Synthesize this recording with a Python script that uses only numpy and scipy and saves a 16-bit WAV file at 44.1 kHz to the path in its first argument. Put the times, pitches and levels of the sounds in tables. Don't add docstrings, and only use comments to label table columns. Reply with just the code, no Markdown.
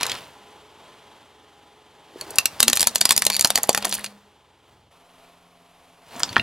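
import sys
import numpy as np
from scipy import signal
from scipy.fft import rfft, irfft
from scipy.io import wavfile
from scipy.ndimage import uniform_filter1d

SR = 44100
rng = np.random.default_rng(int(sys.argv[2]) if len(sys.argv) > 2 else 0)


def dump(signal):
    limited = np.clip(np.atleast_2d(signal).T, -1, 1)
    pcm = np.round(limited * 32767).astype(np.int16)
    wavfile.write(sys.argv[1], SR, pcm)


N = 283122
TIME = np.arange(N) / SR

# (time [s], crack peak [dB], shell pitch [Hz], splinter treble [dB], knock [dB], knock pitch [Hz])
SNAPS = [(0.0098, -13, 3940, -36, -29.5, 980), (0.0309, -6.5, 4200, -22.5, -28, 1110),
         (0.0548, -25, 5370, -40, -28, 864), (0.0656, -16, 4100, -27, -33, 1005),
         (0.0961, -10.5, 3920, -44, -54, 500), (0.117, -11, 3440, -30, -48, 990),
         (2.2109, -20, 4370, -32, -53, 890), (2.3844, -0.5, 2680, -7, -21, 1150),
         (2.4563, -7.5, 2735, -11, -45, 940), (2.603, -1, 6550, -8, -20, 1180),
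         (2.6284, 1, 3900, -7.5, -19, 1130), (2.6805, 1, 3120, -8.5, -19.5, 860),
         (2.699, -8.5, 6200, -19, -28.5, 1170), (2.7309, -1.5, 3930, -13.5, -29.5, 1150),
         (2.7629, -10.5, 6170, -24, -36.5, 1160), (2.7715, -8.5, 4100, -17, -29.5, 810),
         (2.7952, -10, 4940, -23, -39.5, 839), (2.8063, -8, 5670, -13.5, -32.5, 1170),
         (2.8154, -9.5, 5100, -14, -35.5, 578.5), (2.8285, -6, 4020, -16.5, -28.5, 815),
         (2.871, -1, 6900, -10, -22, 954), (2.9569, -6, 4190, -13, -28.5, 670),
         (3.0124, -2, 4590, -13, -23.5, 714), (3.054, 2, 4950, -10, -21.5, 1054),
         (3.092, -8, 4700, -20, -33.5, 694), (3.1074, 0.5, 3470, -8, -15.5, 1068),
         (3.1196, -10.5, 4050, -16, -31.5, 840), (3.1248, -11.5, 5000, -20.5, -35, 740),
         (3.1638, -7, 4980, -17, -36, 590), (3.1772, -4, 5200, -12, -32.5, 843.5),
         (3.2206, -8, 2290, -16, -35.5, 670), (3.251, -13, 6600, -20, -37, 1055),
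         (3.266, -3.5, 4100, -10.5, -24, 588), (3.3006, -10.5, 2310, -16.5, -24, 830),
         (3.3651, -9.5, 4620, -18, -39, 860), (3.394, -6, 4530, -17.5, -37, 654),
         (3.4097, -6, 6600, -13.5, -38.5, 690), (3.424, -14.5, 7100, -26, -38, 900),
         (3.4464, 1.5, 4140, -14, -21, 577), (3.4544, -23, 2700, -18.5, -22.5, 884),
         (3.5035, -8, 3800, -15.5, -23, 760), (3.5563, -1.5, 4550, -11.5, -25.5, 746),
         (3.5757, -12.5, 1830, -20.5, -27.5, 830), (3.584, -22.5, 1310, -26, -27.5, 786),
         (3.632, -23, 6750, -15, -41, 666), (3.6384, -18, 4440, -31, -27, 833),
         (3.692, -3.5, 4570, -10.5, -28, 976), (3.7473, -9, 1950, -18, -26.5, 790),
         (3.7757, -12.5, 4720, -20, -21.5, 870), (3.8248, -19, 3830, -37, -31.5, 960),
         (3.847, -12.5, 2440, -25, -26.5, 780), (3.8513, -15, 3480, -17, -22, 794),
         (3.869, -30, 6000, -37, -29, 735), (3.925, -10.5, 3390, -25, -32, 547),
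         (4.0431, -18.5, 2780, -28, -36.5, 684)]
PISTOL_SPAN_S, LOADED_S = (2, 5), (2.55, 4.1)


def undb(db):
    return 10 ** (np.asarray(db) / 20)


def unit(x):
    return x / np.sqrt(np.mean(x ** 2))


def early_unit(x):
    return x / np.sqrt(np.mean(x[:int(0.005 * SR)] ** 2))


def fade(t, t60):
    return np.exp(-np.log(1000) * t / t60)


def band(x, lo_hz, hi_hz, order=2):
    edges_hz = [lo_hz, min(hi_hz, SR / 2 - 500)]
    return signal.sosfilt(signal.butter(order, edges_hz, "band", fs=SR, output="sos"), x)


def colour(x, points):
    f = np.arange(N // 2 + 1) * SR / N + 1
    hz, db = np.transpose(points)
    gain = undb(np.interp(np.log(f), np.log(hz), db))
    return unit(irfft(rfft(x) * gain, N))


def walk(rate):
    k = int(SR / rate)
    steps = np.repeat(rng.standard_normal(N // k + 1), k)
    return unit(uniform_filter1d(uniform_filter1d(steps, k), k)[:N])


def step(at_s, over_s):
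    return 0.5 + 0.5 * np.tanh((TIME - at_s) / over_s)


def add(out, at_s, x):
    start = int(at_s * SR)
    out[start:start + len(x)] += x[:N - start]


def grains(rate, spread_db, t60):
    sizes = undb(spread_db * np.minimum(rng.exponential(size=N), 3.3))
    hits = (rng.random(N) < rate / SR) * sizes
    energy = signal.lfilter([1], [1, -fade(2 / SR, t60)], hits ** 2)
    return np.sqrt(energy) * rng.standard_normal(N)


def whirr(spectrum, lines, drift=0.005, unsteady_db=3):
    out = colour(rng.standard_normal(N), spectrum)
    for hz, db in lines:
        phase = 2 * np.pi * np.cumsum(hz * (1 + drift * walk(16))) / SR
        out = out + undb(db) * unit(undb(unsteady_db * walk(31)) * np.sin(phase))
    return out


def engine(firing_hz=21.6, flicker_db=1.6, throb=0.12, unsteady_db=0.5, gas_db=-2):
    # (multiple of the firing rate [1], level [dB])
    exhaust_orders = [(3, -4.5), (4, -1.5), (5, -5), (6, -3.5), (8, -9)]
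    # (frequency [Hz], level [dB])
    whirr_side = [(30, -21), (90, -8.5), (200, -4.5), (400, -0.5), (560, -2.5), (900, -0.5), (1550, -8),
                  (2600, -9.5), (3200, -5.5), (3700, -10), (5200, -17.5), (11000, -22.5), (15500, -31)]
    whirr_front = [(30, -4), (85, -7), (200, -7), (450, 1), (700, 4.5), (1100, 3), (1600, -5.5),
                   (3100, -3.5), (5500, -13.5), (8300, -15.5), (11000, -12.5), (15500, -23)]
    # (frequency [Hz], level relative to the whirr [dB])
    whine_side = [(425, -12.5), (818, -11), (866, -14), (1007, -13.5)]
    whine_front = [(172.8, -12), (259, -15), (415, -15.5), (692, -9.5)]

    past = step(4.7, 0.037)
    ahead = step(4.91, 0.01)
    beside_db = -50 - 2.5 * TIME
    side = (1 - ahead) * ((1 - past) * undb(beside_db) + past * undb(-63.5))
    front = ahead * undb(-55.5)
    exhaust = (1 - ahead) * ((1 - past) * undb(-71.5) + past * undb(-65.5)) + ahead * undb(-75)

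    phase = 2 * np.pi * np.cumsum(firing_hz * (1 + 0.00035 * walk(6.9))) / SR
    hum = 0
    for order, db in exhaust_orders:
        tone = np.sqrt(2) * np.sin(order * phase + 2 * np.pi * rng.random())
        hum = hum + undb(db + unsteady_db * walk(1.9)) * tone
    hum = hum + undb(gas_db) * unit(band(rng.standard_normal(N), 55, 380))
    bay = side * whirr(whirr_side, whine_side) + front * whirr(whirr_front, whine_front)
    return exhaust * hum + bay * undb(flicker_db * walk(6.4)) * (1 + throb * np.sin(phase))


def splintering(full_snap_db=-28.5, build_t60=0.025, linger_t60=0.11):
    hits = np.zeros(N)
    for start_s, crack_db, *_ in SNAPS:
        if LOADED_S[0] < start_s < LOADED_S[1]:
            hits[int(start_s * SR)] += undb(crack_db)
    linger = lambda x, t60: signal.lfilter([1], [1, -fade(2 / SR, t60)], x + 1e-18)
    energy = linger(hits, linger_t60) + linger(hits[::-1], build_t60)[::-1]
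    let_go = undb(-37.5) * np.exp(-((TIME - 3.95) / 0.075) ** 2)
    return undb(full_snap_db) * np.sqrt(energy) + let_go


def crunches(count=1700, low_hz=1700, high_hz=5600, t60=0.009):
    t = np.arange(SR // 20) / SR
    out = np.zeros(N)
    for when, pitch, size in rng.random((count, 3)):
        hz = low_hz * (high_hz / low_hz) ** pitch
        add(out, when * N / SR, size ** 4 * np.sin(2 * np.pi * hz * t) * fade(t, t60))
    return unit(out)


def tread(splinter_scrunch_db=-13, surge_db=2, crunch_splinter_db=-5, crunch_grit_db=-6):
    # (start [s], end [s], scrunch level [dB], grit crackle level [dB])
    presses = [(0, 0.138, -39, -36.5), (2.203, 4.026, -44.5, -54.5), (4.696, 4.72, -61, -84),
               (6.151, 6.42, -40, -49)]
    # (frequency [Hz], level [dB])
    scrunch_tone = [(30, -15.5), (100, -4), (370, -4.5), (550, -3), (850, 0), (1500, -7.5), (3000, -12),
                    (6000, -17), (15000, -21)]
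    grit_tone = [(300, -22), (1500, -3.5), (3000, 4), (4500, -1), (6000, -11.5), (11000, -8.5),
                 (15500, -22)]
    splinter_tone = [(300, -20), (1500, -7.5), (3000, 0), (4500, 0.5), (6000, -6), (10500, 2), (12500, -5),
                     (15500, -15)]
    rise_db_per_s, scrunch_fall_db_per_s, grit_fall_db_per_s = 181, 84, 161

    splinters = splintering()
    scrunch, grit = undb(splinter_scrunch_db) * splinters, 0
    for start_s, end_s, scrunch_db, grit_db in presses:
        onset_db = rise_db_per_s * np.minimum(TIME - start_s, 0)
        since = np.maximum(TIME - end_s, 0)
        scrunch = np.hypot(scrunch, undb(scrunch_db + onset_db - scrunch_fall_db_per_s * since))
        grit = np.hypot(grit, undb(grit_db + onset_db - grit_fall_db_per_s * since))
    stones = colour(grains(rate=800, spread_db=3, t60=0.008), grit_tone)
    shards = colour(grains(rate=400, spread_db=5.5, t60=0.005), splinter_tone)
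    rubber = colour(grains(rate=1000, spread_db=-0.5, t60=0.033), scrunch_tone)
    crackle = grit * stones + splinters * unit(undb(surge_db * walk(45)) * shards)
    chips = (undb(crunch_splinter_db) * splinters + undb(crunch_grit_db) * grit) * crunches()
    return scrunch * rubber + crackle + chips


def groans(edge_s=0.011, width=0.23, slips_per_s=540):
    # (start [s], end [s], resonance [Hz], level [dB])
    rubs = [(0, 0.1, 1020, -36), (0.1, 0.17, 1150, -43), (2.11, 2.38, 370, -49), (2.675, 2.72, 285, -35),
            (3.84, 3.885, 485, -41)]
    out = np.zeros(N)
    for start_s, end_s, hz, db in rubs:
        slips = grains(rate=slips_per_s, spread_db=4.5, t60=0.0012)
        body = unit(band(slips, hz / (1 + width), hz * (1 + width)))
        out += undb(db) * body * step(start_s, edge_s) * (1 - step(end_s, edge_s))
    return out


def snap(t, row, noise, splinter_t60=0.012, knock_t60=0.022, scuff_db=2, thump_db=-31, thump_t60=0.0087,
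         below=0.45, above=1.68, knock_thump_db=-15, overtone_ratio=1.4, overtone_db=-5):
    start_s, crack_db, shell_hz, splinter_db, knock_db, knock_hz = row
    loaded = LOADED_S[0] < start_s < LOADED_S[1]
    crack_t60 = 0.013 if loaded else 0.018
    free = PISTOL_SPAN_S[0] < start_s < LOADED_S[0]
    ring_t60, shell_db = (0.028, -0.5) if free else (0.011, -2.5)
    shell_t60 = ring_t60 * (3000 / shell_hz) ** 0.22
    attack = 1 - np.exp(-t / 0.0004)

    tear = band(noise[0] * attack * fade(t, crack_t60), below * shell_hz, above * shell_hz)
    shell = np.sin(2 * np.pi * shell_hz * t) * attack * fade(t, shell_t60)
    shell_gain = undb(shell_db) * np.sqrt(shell_t60 / crack_t60)
    crack = early_unit(tear) + shell_gain * early_unit(shell)
    crack = undb(crack_db) * crack / np.abs(crack).max()

    splinter_lo_hz = np.clip(above * shell_hz, 4300, 6500)
    splinter = band(noise[1] * attack * fade(t, splinter_t60), splinter_lo_hz, 13000, order=3)

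    wall = np.sin(2 * np.pi * knock_hz * t)
    wall = wall + undb(overtone_db) * np.sin(2 * np.pi * overtone_ratio * knock_hz * t)
    knock = early_unit(wall * attack * fade(t, knock_t60))
    scuff = early_unit(band(noise[2] * fade(t, knock_t60), 0.45 * knock_hz, 2.34 * knock_hz))
    knock = early_unit(knock + undb(scuff_db) * scuff)

    thump = early_unit(band(fade(t, thump_t60 / 10) + noise[3] * fade(t, thump_t60), 48, 560))
    thump = undb(max(crack_db + thump_db, knock_db + knock_thump_db)) * thump
    return crack + undb(splinter_db) * early_unit(splinter) + undb(knock_db) * knock + thump


def plastic():
    size = 4096
    t = np.arange(size) / SR
    out = np.zeros(N)
    for row, noise in zip(SNAPS, rng.standard_normal((len(SNAPS), 4, size))):
        add(out, row[0], snap(t, row, noise))
    return out


def splinter_ticks(t60=0.026, rise_s=0.0003, spread=1.3):
    # (time [s], peak level [dB], pitch [Hz])
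    ticks = [(0.151, -25, 3500), (2.3054, -22.5, 9600), (2.357, -20.5, 9100), (2.7544, -11.5, 11000),
             (2.949, -17, 8430), (2.9806, -21, 6830), (3.0084, -10, 8890), (3.1915, -15, 10000),
             (3.2406, -20, 5400), (3.472, -12.5, 8550), (3.672, -26, 11640), (3.729, -14, 6500),
             (3.8928, -17.5, 10100), (3.912, -18, 6000), (3.9402, -12.5, 11700), (3.95, -15.5, 9600),
             (4.061, -21.5, 3500), (6.1627, -31, 6500), (6.1952, -20, 9600), (6.202, -21, 6300),
             (6.328, -24, 3200)]
    size = 2048
    t = np.arange(size) / SR
    out = np.zeros(N)
    burst = (1 - np.exp(-t / rise_s)) * fade(t, t60)
    for (start_s, db, hz), noise in zip(ticks, rng.standard_normal((len(ticks), size))):
        tick = band(noise * burst, hz / spread, min(hz * spread, 12500), order=1)
        add(out, start_s, undb(db) * tick / np.abs(tick).max())
    return out


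def pistol_body(x):
    # (frequency [Hz], decay by 60 dB [s], level at resonance [dB])
    modes = [(640, 0.037, -8), (824, 0.091, -15), (4540, 0.0054, -4), (6000, 0.29, -14.5),
             (6770, 0.039, -9.5), (11000, 0.05, -7)]
    t = np.arange(SR // 5) / SR
    in_span = (TIME > PISTOL_SPAN_S[0]) & (TIME < PISTOL_SPAN_S[1])
    ring = 0
    for hz, t60, db in modes:
        decay = fade(t, t60)
        ring = ring + undb(db) * 2 * np.cos(2 * np.pi * hz * t) * decay / decay.sum()
    return signal.fftconvolve(x * in_span, ring)[:N]


def tyre_air(rise_s=0.017, waver=0.006, shake_db=3.5, overtone_db=-35, overtone_hz=452):
    # (time [s], pitch [Hz], level before rise and decay [dB],
    # decay by 60 dB [s])
    jolts = [(2.612, 228.7, -37.5, 0.9), (2.852, 231, -32, 0.24), (2.94, 205, -42, 0.45),
             (3.1, 232, -31, 0.32), (3.15, 204, -40, 1.8), (3.553, 244, -32.5, 0.18),
             (3.725, 204, -39, 1.7)]
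    load = 1 + waver * walk(16)

    def tone(hz):
        return unit(undb(shake_db * walk(30)) * np.sin(2 * np.pi * np.cumsum(hz * load) / SR))

    hum = strength = 0
    for start_s, hz, db, t60 in jolts:
        t = np.maximum(TIME - start_s, 0)
        ring = undb(db) * (1 - np.exp(-t / rise_s)) * fade(t, t60)
        hum = hum + ring * tone(hz)
        strength = np.hypot(strength, ring)
    hum = hum + undb(overtone_db) * np.sqrt(strength) * tone(overtone_hz)
    return hum * np.interp(TIME, [4.1, 4.35], [1, 0])


def creak(start_s=3.3186, gap_s=0.0063, t60=0.0075, level_db=-5,
          count=7, hardest=4, swell_db=1.6, rasp=0.69, rise_s=0.00075, scatter=0.029):
    # (frequency [Hz], level [dB])
    modes = [(2450, -9.5), (4450, -2), (6900, -11)]
    t = np.arange(SR // 20) / SR
    out = np.zeros(N)
    for k, chance in enumerate(rng.standard_normal(count)):
        ping = rasp * band(rng.standard_normal(len(t)), 2000, 13000)
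        for hz, db in modes:
            ping = ping + undb(db) * np.sin(2 * np.pi * hz * (1 + scatter * chance) * t)
        size = undb(level_db - swell_db * abs(k - hardest))
        add(out, start_s + k * gap_s, size * ping * (1 - np.exp(-t / rise_s)) * fade(t, t60))
    return out


def buckles(t60=0.0045, rise_s=0.0006):
    # (time [s], pitch [Hz], peak level [dB])
    flips = [(3.692, 679, 0), (6.3656, 455, -12.5)]
    t = np.arange(SR // 20) / SR
    out = np.zeros(N)
    for start_s, hz, db in flips:
        swing = np.sin(2 * np.pi * hz * t) * (1 - np.exp(-t / rise_s)) * fade(t, t60)
        swing = band(swing, 190, 2500, order=1)
        add(out, start_s, undb(db) * swing / np.abs(swing).max())
    return out


def sauce(uneven_db=2, rise_s=0.007, glug_rise_s=0.0093, glug_t60=0.084, glide_per_s=1.5):
    # (time [s], starting pitch [Hz], level [dB])
    glugs = [(6.159, 244, -37.5), (6.16, 680, -37), (6.307, 102, -38), (6.368, 221, -29), (6.386, 111, -33),
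             (6.388, 657, -35)]
    pinch_s, gush_s = 6.13, 6.37
    gush = step(gush_s, rise_s) * fade(np.maximum(TIME - gush_s, 0), 0.4)
    push = undb(-48) * step(pinch_s, rise_s) + undb(-34) * gush
    churn = band(rng.standard_normal(N), 83, 350) * undb(uneven_db * walk(44))
    out = push * unit(churn)

    t = np.arange(SR // 2) / SR
    swell = (1 - np.exp(-t / glug_rise_s)) * fade(t, glug_t60)
    for start_s, hz, db in glugs:
        phase = 2 * np.pi * np.cumsum(hz * (1 + glide_per_s * t)) / SR
        add(out, start_s, undb(db) * np.sin(phase) * swell / swell.max())
    return out


def bottle(rise_s=0.00032, crease_db=-1, crease_t60=0.006, below=0.68, above=1.49,
           knock_t60=0.021, knock_lo_hz=650, knock_hi_hz=1800):
    # (time [s], pop peak [dB], wall pitch [Hz], ring decay by 60 dB [s], knock level [dB])
    pops = [(6.2023, -25.5, 1270, 0.019, -29), (6.2331, 1.5, 5070, 0.0022, -23.5),
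            (6.2913, -23, 4440, 0.026, -52), (6.3598, -9, 3160, 0.0094, -35),
            (6.3655, 2.5, 1770, 0.0092, -15.5), (6.3804, -16, 3320, 0.015, -42),
            (6.3964, -7, 2750, 0.028, -44)]
    size = 4096
    t = np.arange(size) / SR
    out = np.zeros(N)
    attack = 1 - np.exp(-t / rise_s)
    for row, noise in zip(pops, rng.standard_normal((len(pops), 2, size))):
        start_s, db, hz, t60, knock_db = row
        ring = np.sin(2 * np.pi * hz * t) * attack * fade(t, t60)
        crease = noise[0] * attack * fade(t, min(t60, crease_t60))
        crease = band(crease, below * hz, above * hz, order=3)
        crease_gain = undb(crease_db) * min(crease_t60 / t60, 1) ** 0.22
        pop = early_unit(ring) + crease_gain * early_unit(crease)
        knock = early_unit(band(noise[1] * fade(t, knock_t60), knock_lo_hz, knock_hi_hz))
        add(out, start_s, undb(db) * pop / np.abs(pop).max() + undb(knock_db) * knock)
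    return out


def underbody(x, near_db=-16, near_t60=0.064, far_db=-28, far_t60=0.28, width=0.16):
    t = np.arange(SR // 2) / SR
    common, apart = rng.standard_normal((2, len(t)))
    apart = width * band(apart, 1500, 11000, order=1)
    build = 1 - np.exp(-t / 0.0076)
    out = []
    for sign in (1, -1):
        near = band(common + sign * apart, 150, 8600, order=1) * build * fade(t, near_t60)
        far = band(rng.standard_normal(len(t)), 200, 5900, order=1) * build * fade(t, far_t60)
        response = undb(near_db) * near / np.linalg.norm(near)
        response = response + undb(far_db) * far / np.linalg.norm(far)
        out.append(signal.fftconvolve(x, response)[:N])
    return np.array(out)


def scene():
    crush = plastic() + splinter_ticks() + bottle() + creak() + tread() + groans()
    crush = crush + pistol_body(crush) + buckles()
    return crush + underbody(crush) + tyre_air() + sauce() + engine()


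def record(dry, top_hz=16000):
    capsules = np.array([np.append(0, dry[0, :-1]), dry[1]])
    clipped = capsules / (1 + capsules ** 8) ** (1 / 8)
    return signal.sosfilt(signal.ellip(8, 0.2, 70, top_hz, fs=SR, output="sos"), clipped)


dry = scene()
out = record(dry)
dump(out)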